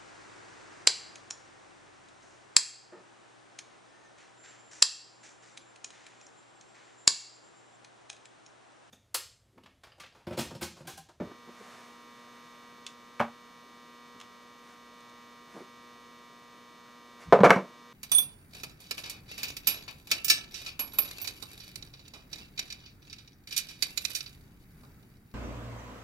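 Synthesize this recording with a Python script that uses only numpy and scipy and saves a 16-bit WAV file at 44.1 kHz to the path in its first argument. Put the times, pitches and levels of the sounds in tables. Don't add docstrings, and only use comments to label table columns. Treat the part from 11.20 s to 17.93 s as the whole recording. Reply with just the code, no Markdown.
import sys
import numpy as np
from scipy import signal
from scipy.fft import rfft, irfft
from scipy.io import wavfile

SR = 44100
rng = np.random.default_rng(int(sys.argv[2]) if len(sys.argv) > 2 else 0)


def master(y):
    cut = np.clip(np.atleast_2d(y).T, -1, 1)
    pcm = np.round(cut * 32767)
    wavfile.write(sys.argv[1], SR, pcm.astype(np.int16))


N = 296793
T = np.arange(N) / SR
RING = T[:SR // 2]
TOP_HZ = 15500


def undb(db):
    return 10 ** (np.asarray(db) / 20)


def attack_unit(x):
    return x / np.std(x[:SR // 100])


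def fade(t60):
    return np.exp(-np.log(1000) * RING / t60)


def soften(x, hz):
    return signal.sosfilt(signal.butter(2, min(hz, SR / 2 - 500), fs=SR, output="sos"), x)


def band(x, low_hz, high_hz):
    return soften(signal.sosfilt(signal.butter(2, low_hz, "high", fs=SR, output="sos"), x), high_hz)


def colour_db(curve, hz):
    points_hz, db = np.transpose(curve)
    return np.interp(np.log(hz + 1), np.log(points_hz), db)


def colour(x, curve, size=2048):
    gain = undb(colour_db(curve, np.fft.rfftfreq(size, 1 / SR)))
    cepstrum = irfft(np.log(gain))
    cepstrum[1:size // 2] *= 2
    cepstrum[size // 2 + 1:] = 0
    impulse = irfft(np.exp(rfft(cepstrum)))
    return signal.fftconvolve(x, impulse)[:len(x)]


def noise(curve):
    bed = colour(rng.standard_normal(N), curve)
    return bed / np.sqrt(np.mean(bed ** 2))


def add(track, s, x):
    start = max(int(s * SR), 0)
    track[start:start + len(x)] += x[:max(N - start, 0)]


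def bounces(s, gap_s, ratio, count):
    return s + np.append(0, np.cumsum(gap_s * ratio ** np.arange(count - 1)))


def ring(modes, wash, wash_db, wash_t60, crack_db, crack_t60):
    tones = sum(undb(db) * np.sin(2 * np.pi * hz * RING) * fade(t60) for hz, db, t60 in modes)
    tones = band(tones, 0.74 * modes[0][0], 2 * modes[-1][0])
    burst = rng.choice([-1, 1], len(RING)) * (fade(wash_t60) + undb(crack_db) * fade(crack_t60))
    return attack_unit(attack_unit(tones) + undb(wash_db) * attack_unit(colour(burst, wash)))


# (harmonic number, level [dB])
HUM_PARTIALS = [(1, -79), (2, -62), (4, -66), (5, -76), (6, -77), (7, -81), (8, -64), (9, -61), (10, -61),
                (11, -68), (13, -73), (14, -74), (15, -72), (16, -66), (19, -67), (21, -77), (24, -74),
                (25, -78), (26, -74), (29, -73), (30, -71), (31, -76), (32, -75), (33, -79), (36, -72),
                (43, -75), (48, -78), (53, -75)]
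# (frequency [Hz], level per partial [dB])
BUZZ_CURVE = [(120, -81), (1500, -80), (2400, -81), (4000, -85), (6000, -88), (7500, -97), (10000, -104),
              (12300, -108), (13050, -89), (13350, -101), (13650, -93), (14100, -93), (14500, -102),
              (15500, -108)]
def transformer(hum_hz=120.02, dispersion=1.3, waver_db=.5):
    harmonics = np.arange(1, int(TOP_HZ / hum_hz))
    db = colour_db(BUZZ_CURVE, harmonics * hum_hz) + 2 * rng.standard_normal(len(harmonics))
    for harmonic, partial_db in HUM_PARTIALS:
        db[int(harmonic) - 1] = partial_db
    phase = np.cumsum(np.cumsum(dispersion + .4 * rng.standard_normal(len(harmonics))))
    cycle_at = np.linspace(0, 1, SR // 10)
    cycle = np.sqrt(2) * undb(db) @ np.cos(2 * np.pi * np.outer(harmonics, cycle_at) + phase[:, None])
    waver = np.interp(T, np.linspace(0, T[-1], 20), rng.standard_normal(20))
    return np.interp(T * hum_hz % 1, cycle_at, cycle) * undb(waver_db * waver)


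# (frequency [Hz], relative level [dB])
MID_AIR_EQ = [(30, 9.5), (80, -4), (220, 3.5), (500, 0.5), (1000, -4), (1400, -4), (1800, -8.5), (2300, -7),
              (3500, -12.5), (7000, -15.5), (11000, -23.5), (15500, -26)]
SIDE_AIR_EQ = [(30, 2), (300, 13), (1200, 5), (5000, -6), (15000, -31)]
def room_tone():
    return undb(-59.5) * noise(MID_AIR_EQ), undb(-67.5) * noise(SIDE_AIR_EQ)


# (frequency [Hz], relative level [dB], t60 [s])
BENCH_MODES = [(140, -6.5, 0.24), (180.7, -2, 0.18), (188.8, 16, 0.2), (207, -11, 0.23)]
# (frequency [Hz], relative level [dB])
THUD_WASH = [(30, -5), (150, -3), (320, 0), (420, -2.5), (620, -4), (760, -14), (950, -20), (2000, -23),
             (6000, -44)]
def hand_bumps():
    out = np.zeros(N)
    first_db, loss_db = -34, 7
    for k, s in enumerate(bounces(.001, gap_s=.017, ratio=2.8, count=3)):
        thud = ring(BENCH_MODES, THUD_WASH, wash_db=7, wash_t60=0.2, crack_db=-10, crack_t60=.04)
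        add(out, s, undb(first_db - loss_db * k) * thud)
    return soften(out, hz=1800)


# (time [s], length [s], level [dB], band centre [Hz])
TOUCH_CUES = [(.103, 0.024, -50, 480), (0.27, .036, -51.5, 385), (.395, .032, -53, 280),
              (2.942, 0.03, -57.5, 170), (4.337, 0.073, -48, 423), (4.402, 0.025, -47.5, 338),
              (6.054, 0.046, -43, 75)]
# (frequency [Hz], relative level [dB])
TOUCH_EQ = [(30, 11), (100, -6.5), (190, 2.5), (270, -2), (400, -1), (650, -9.5), (1400, -2.5), (2200, -5),
            (5000, 8), (12000, -14)]
def rubs_and_soft_bumps(grains_per_s=300, steady_level=0.73, width_octaves=2.3):
    out, edge = np.zeros(N), 2 ** (width_octaves / 2)
    for s, length, db, hz in TOUCH_CUES:
        pressure = np.sqrt(np.sin(np.pi * np.minimum(RING / length, 1)).clip(0))
        onsets = rng.random(len(RING)) < grains_per_s / SR
        grains = signal.lfilter([1], [1, -np.exp(-grains_per_s * 2 / SR)], onsets)
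        touch = colour(rng.standard_normal(len(RING)) * (steady_level + grains) * pressure, TOUCH_EQ)
        for _ in range(2):
            touch = band(touch, hz / edge, hz * edge)
        add(out, s, undb(db) * touch / np.std(touch[:int(length * SR)]))
    return out


# (peak time [s], half length [s], level [dB])
SLEEVE_CUES = [(0.515, 0.14, -55), (1.17, 0.3, -64), (3.5, 0.053, -61), (4.367, 0.054, -58),
               (6.025, 0.021, -53.5)]
# (frequency [Hz], relative level [dB])
CLOTH_EQ = [(200, -5), (600, 8.5), (2000, 6), (3500, -4), (6000, -3), (11000, -13), (15500, -27)]
def sleeve():
    swells = sum(undb(db) * np.exp(-.5 * ((T - s) / half) ** 2) for s, half, db in SLEEVE_CUES)
    return swells * noise(CLOTH_EQ)


# (frequency [Hz], relative level [dB], t60 [s])
JAW_MODES = [(2220, 5, 0.036), (3020, 2, .03), (3480, 12, 0.025), (3920, -2, 0.022), (4000, -2, 0.027),
             (4120, -14, 0.021), (5580, -9, .02), (6640, 1, .015)]
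# (frequency [Hz], relative level [dB])
JAW_WASH = [(500, -1), (1600, -6), (2600, -7), (3400, -3.5), (5000, -10.5), (6700, -4.5), (7800, -11.5),
            (11000, -16), (12500, -19)]
def snap(low_hz, high_hz):
    crack = ring(JAW_MODES, JAW_WASH, wash_db=7, wash_t60=.055, crack_db=14, crack_t60=.012)
    return attack_unit(band(crack, low_hz, high_hz))


# (time [s], level [dB], low cut [Hz])
SNIP_CUES = [(1.6654, -40, 2700), (3.0012, -51, 1000), (3.0125, -48.5, 750), (3.805, -64, 4000),
             (3.895, -64, 4000)]
def snips(tear_gap_s=.0032, tear_db=-9, loss_db=2):
    out = np.zeros(N)
    for s, db, low_hz in SNIP_CUES:
        add(out, s, undb(db) * snap(low_hz, high_hz=8000))
        lags = np.cumsum(tear_gap_s * rng.uniform(.75, 1.4, size=3))
        for k, lag in enumerate(lags):
            add(out, s + lag, undb(db + tear_db - loss_db * k) * snap(low_hz, high_hz=5000))
    return out


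# (frequency [Hz], relative level [dB], t60 [s])
CLINK_MODES = [(1020, -2, .08), (1270, -6, .07), (1360, -6, .07), (1680, -2, .06), (1745, -6, .06),
               (2207, 0, .042), (2275, -5, .035), (2610, -14, .045), (2960, -13, .05), (3970, -17, .06),
               (5790, -19, .04), (11230, -28, .04), (11410, -26, .04), (11660, -29, .04)]
# (frequency [Hz], relative level [dB])
CLINK_WASH = [(300, -36), (1000, 13), (2200, -1.5), (3200, -14), (6000, -21), (10000, -29), (11500, -29),
              (13000, -54), (16000, -51)]
def steel_clink():
    return ring(CLINK_MODES, CLINK_WASH, wash_db=4.5, wash_t60=0.078, crack_db=8, crack_t60=0.023)


# (frequency [Hz], relative level [dB], t60 [s])
HANDLE_MODES = [(135, -12, .18), (233, 0, .19), (603, 1, .11), (694, -4, .1), (813, -5, .1), (921, -6, .07),
                (1175, -2, .09), (1249, -8, .1), (1490, -2, .08), (1620, -8, .08), (2240, -11, .06)]
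# (frequency [Hz], relative level [dB])
HANDLE_WASH = [(40, -35), (150, -1), (420, -6.5), (700, 7), (1400, -3.5), (2400, -11.5), (4000, -27.5),
               (12000, -45.5)]
def strippers_laid_down(at_s=2.0012, jaw_lead_s=.0046, grip_t60=.34, loss_db=2.5):
    out = np.zeros(N)
    add(out, at_s - jaw_lead_s, undb(-34) * steel_clink())
    for k, s in enumerate(bounces(at_s, gap_s=.0088, ratio=1.55, count=4)):
        knock = ring(HANDLE_MODES, HANDLE_WASH, wash_db=4, wash_t60=0.12, crack_db=0, crack_t60=0.053)
        knock *= fade(grip_t60)
        contact = undb(-22.5) * knock + undb(-34.5) * steel_clink()
        add(out, s, undb(-loss_db * k ** 2) * contact)
    return out


# (frequency [Hz], relative level [dB], t60 [s])
TOOL_MODES = [(431, -10, .15), (475, -2, .14), (540, -1, .14), (586, 0, .13), (690, 0, .11),
              (800, -12, .06), (916, -9, .13), (988, -9, .11), (1022, -7, .12), (1147, -15, .08),
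              (1235, -12, .12), (1492, -17, .1)]
# (frequency [Hz], relative level [dB])
TOOL_WASH = [(60, -38), (310, -19), (480, 0.5), (680, -2), (850, -8), (1200, -8.5), (2000, -22),
             (4000, -36), (9000, -50.5), (15000, -69)]
THUMP_WASH = [(30, -36), (90, -18), (180, 4.5), (330, 3.5), (600, 0.5), (1500, -71)]
def tool_contact(bench_db, body_db, steel_db, hard_db=-12.5, hard_hz=15000, hardening=0.33):
    thump = ring(BENCH_MODES, THUMP_WASH, wash_db=-8, wash_t60=0.26, crack_db=-16, crack_t60=0.035)
    clunk = ring(TOOL_MODES, TOOL_WASH, wash_db=-2, wash_t60=.16, crack_db=3, crack_t60=.04)
    clink = soften(steel_clink(), hard_hz * undb(hardening * (steel_db - hard_db)))
    return undb(bench_db) * thump + undb(body_db) * clunk + undb(steel_db) * clink


# (time [s], bench [dB], body [dB], steel [dB], rattle length [s], rattle level [dB])
LANDING_CUES = [(6.125, -24.5, -8, -32, .011, -24), (6.19, -32, -24, -52, 0, -40),
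                (6.205, -18.5, -26, -30, 0, -40), (6.2344, -24, -8.5, -43, .029, -16),
                (6.2959, -25, -31, -23.5, 0, -40), (6.305, -30, -15, -12, .011, -24.5),
                (6.36, -24.5, -27.5, -36.5, .029, -38)]
def dropped_tool(loss_db=0.5):
    out = np.zeros(N)
    for s, bench_db, body_db, steel_db, rattle_s, rattle_db in LANDING_CUES:
        add(out, s, tool_contact(bench_db, body_db, steel_db))
        for k, at in enumerate(bounces(s, gap_s=.0074, ratio=.94, count=6)[1:]):
            if at < s + rattle_s:
                db = rattle_db - loss_db * k
                add(out, at, tool_contact(bench_db=db - 6.5, body_db=db, steel_db=db - 3.5))
    return out


def room(x, db, t60_low, t60_high):
    hiss = rng.standard_normal(len(RING))
    low = soften(hiss, 1000)
    build_up = np.clip(RING / 0.015 - .5, 0, 1)
    tail = (low * fade(t60_low) + (hiss - low) * fade(t60_high)) * build_up
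    return undb(db) * signal.fftconvolve(x, tail / np.linalg.norm(tail))[:N]


# (frequency [Hz], gain [dB])
WIDTH_EQ = [(120, -57), (500, -30), (1000, -26.5), (2000, -16), (4000, -17.5), (12000, -16)]
def scene(tool_spread_db=2.5, balance_db=-.5):
    tool, hum = dropped_tool(), transformer()
    hands = strippers_laid_down() + snips() + hand_bumps() + rubs_and_soft_bumps() + sleeve()
    reverb = room(tool + hands, db=-12, t60_low=0.22, t60_high=0.21)
    mid_air, side_air = room_tone()
    mid = tool + hands + reverb + hum + mid_air
    echoes = room(undb(tool_spread_db) * tool + hands + hum, db=-4, t60_low=0.08, t60_high=0.09)
    side = colour(echoes, WIDTH_EQ) + side_air
    return np.array([(mid + side) * undb(balance_db / 2), (mid - side) * undb(-balance_db / 2)])


def record(dry, low_cut_hz=85):
    thin = signal.sosfilt(signal.butter(2, low_cut_hz, "high", fs=SR, output="sos"), dry)
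    rounded = thin / (1 + thin ** 4) ** (1 / 4)
    return signal.sosfilt(signal.ellip(10, .1, 80, TOP_HZ, fs=SR, output="sos"), rounded)


dry = scene()
out = record(dry)
master(out)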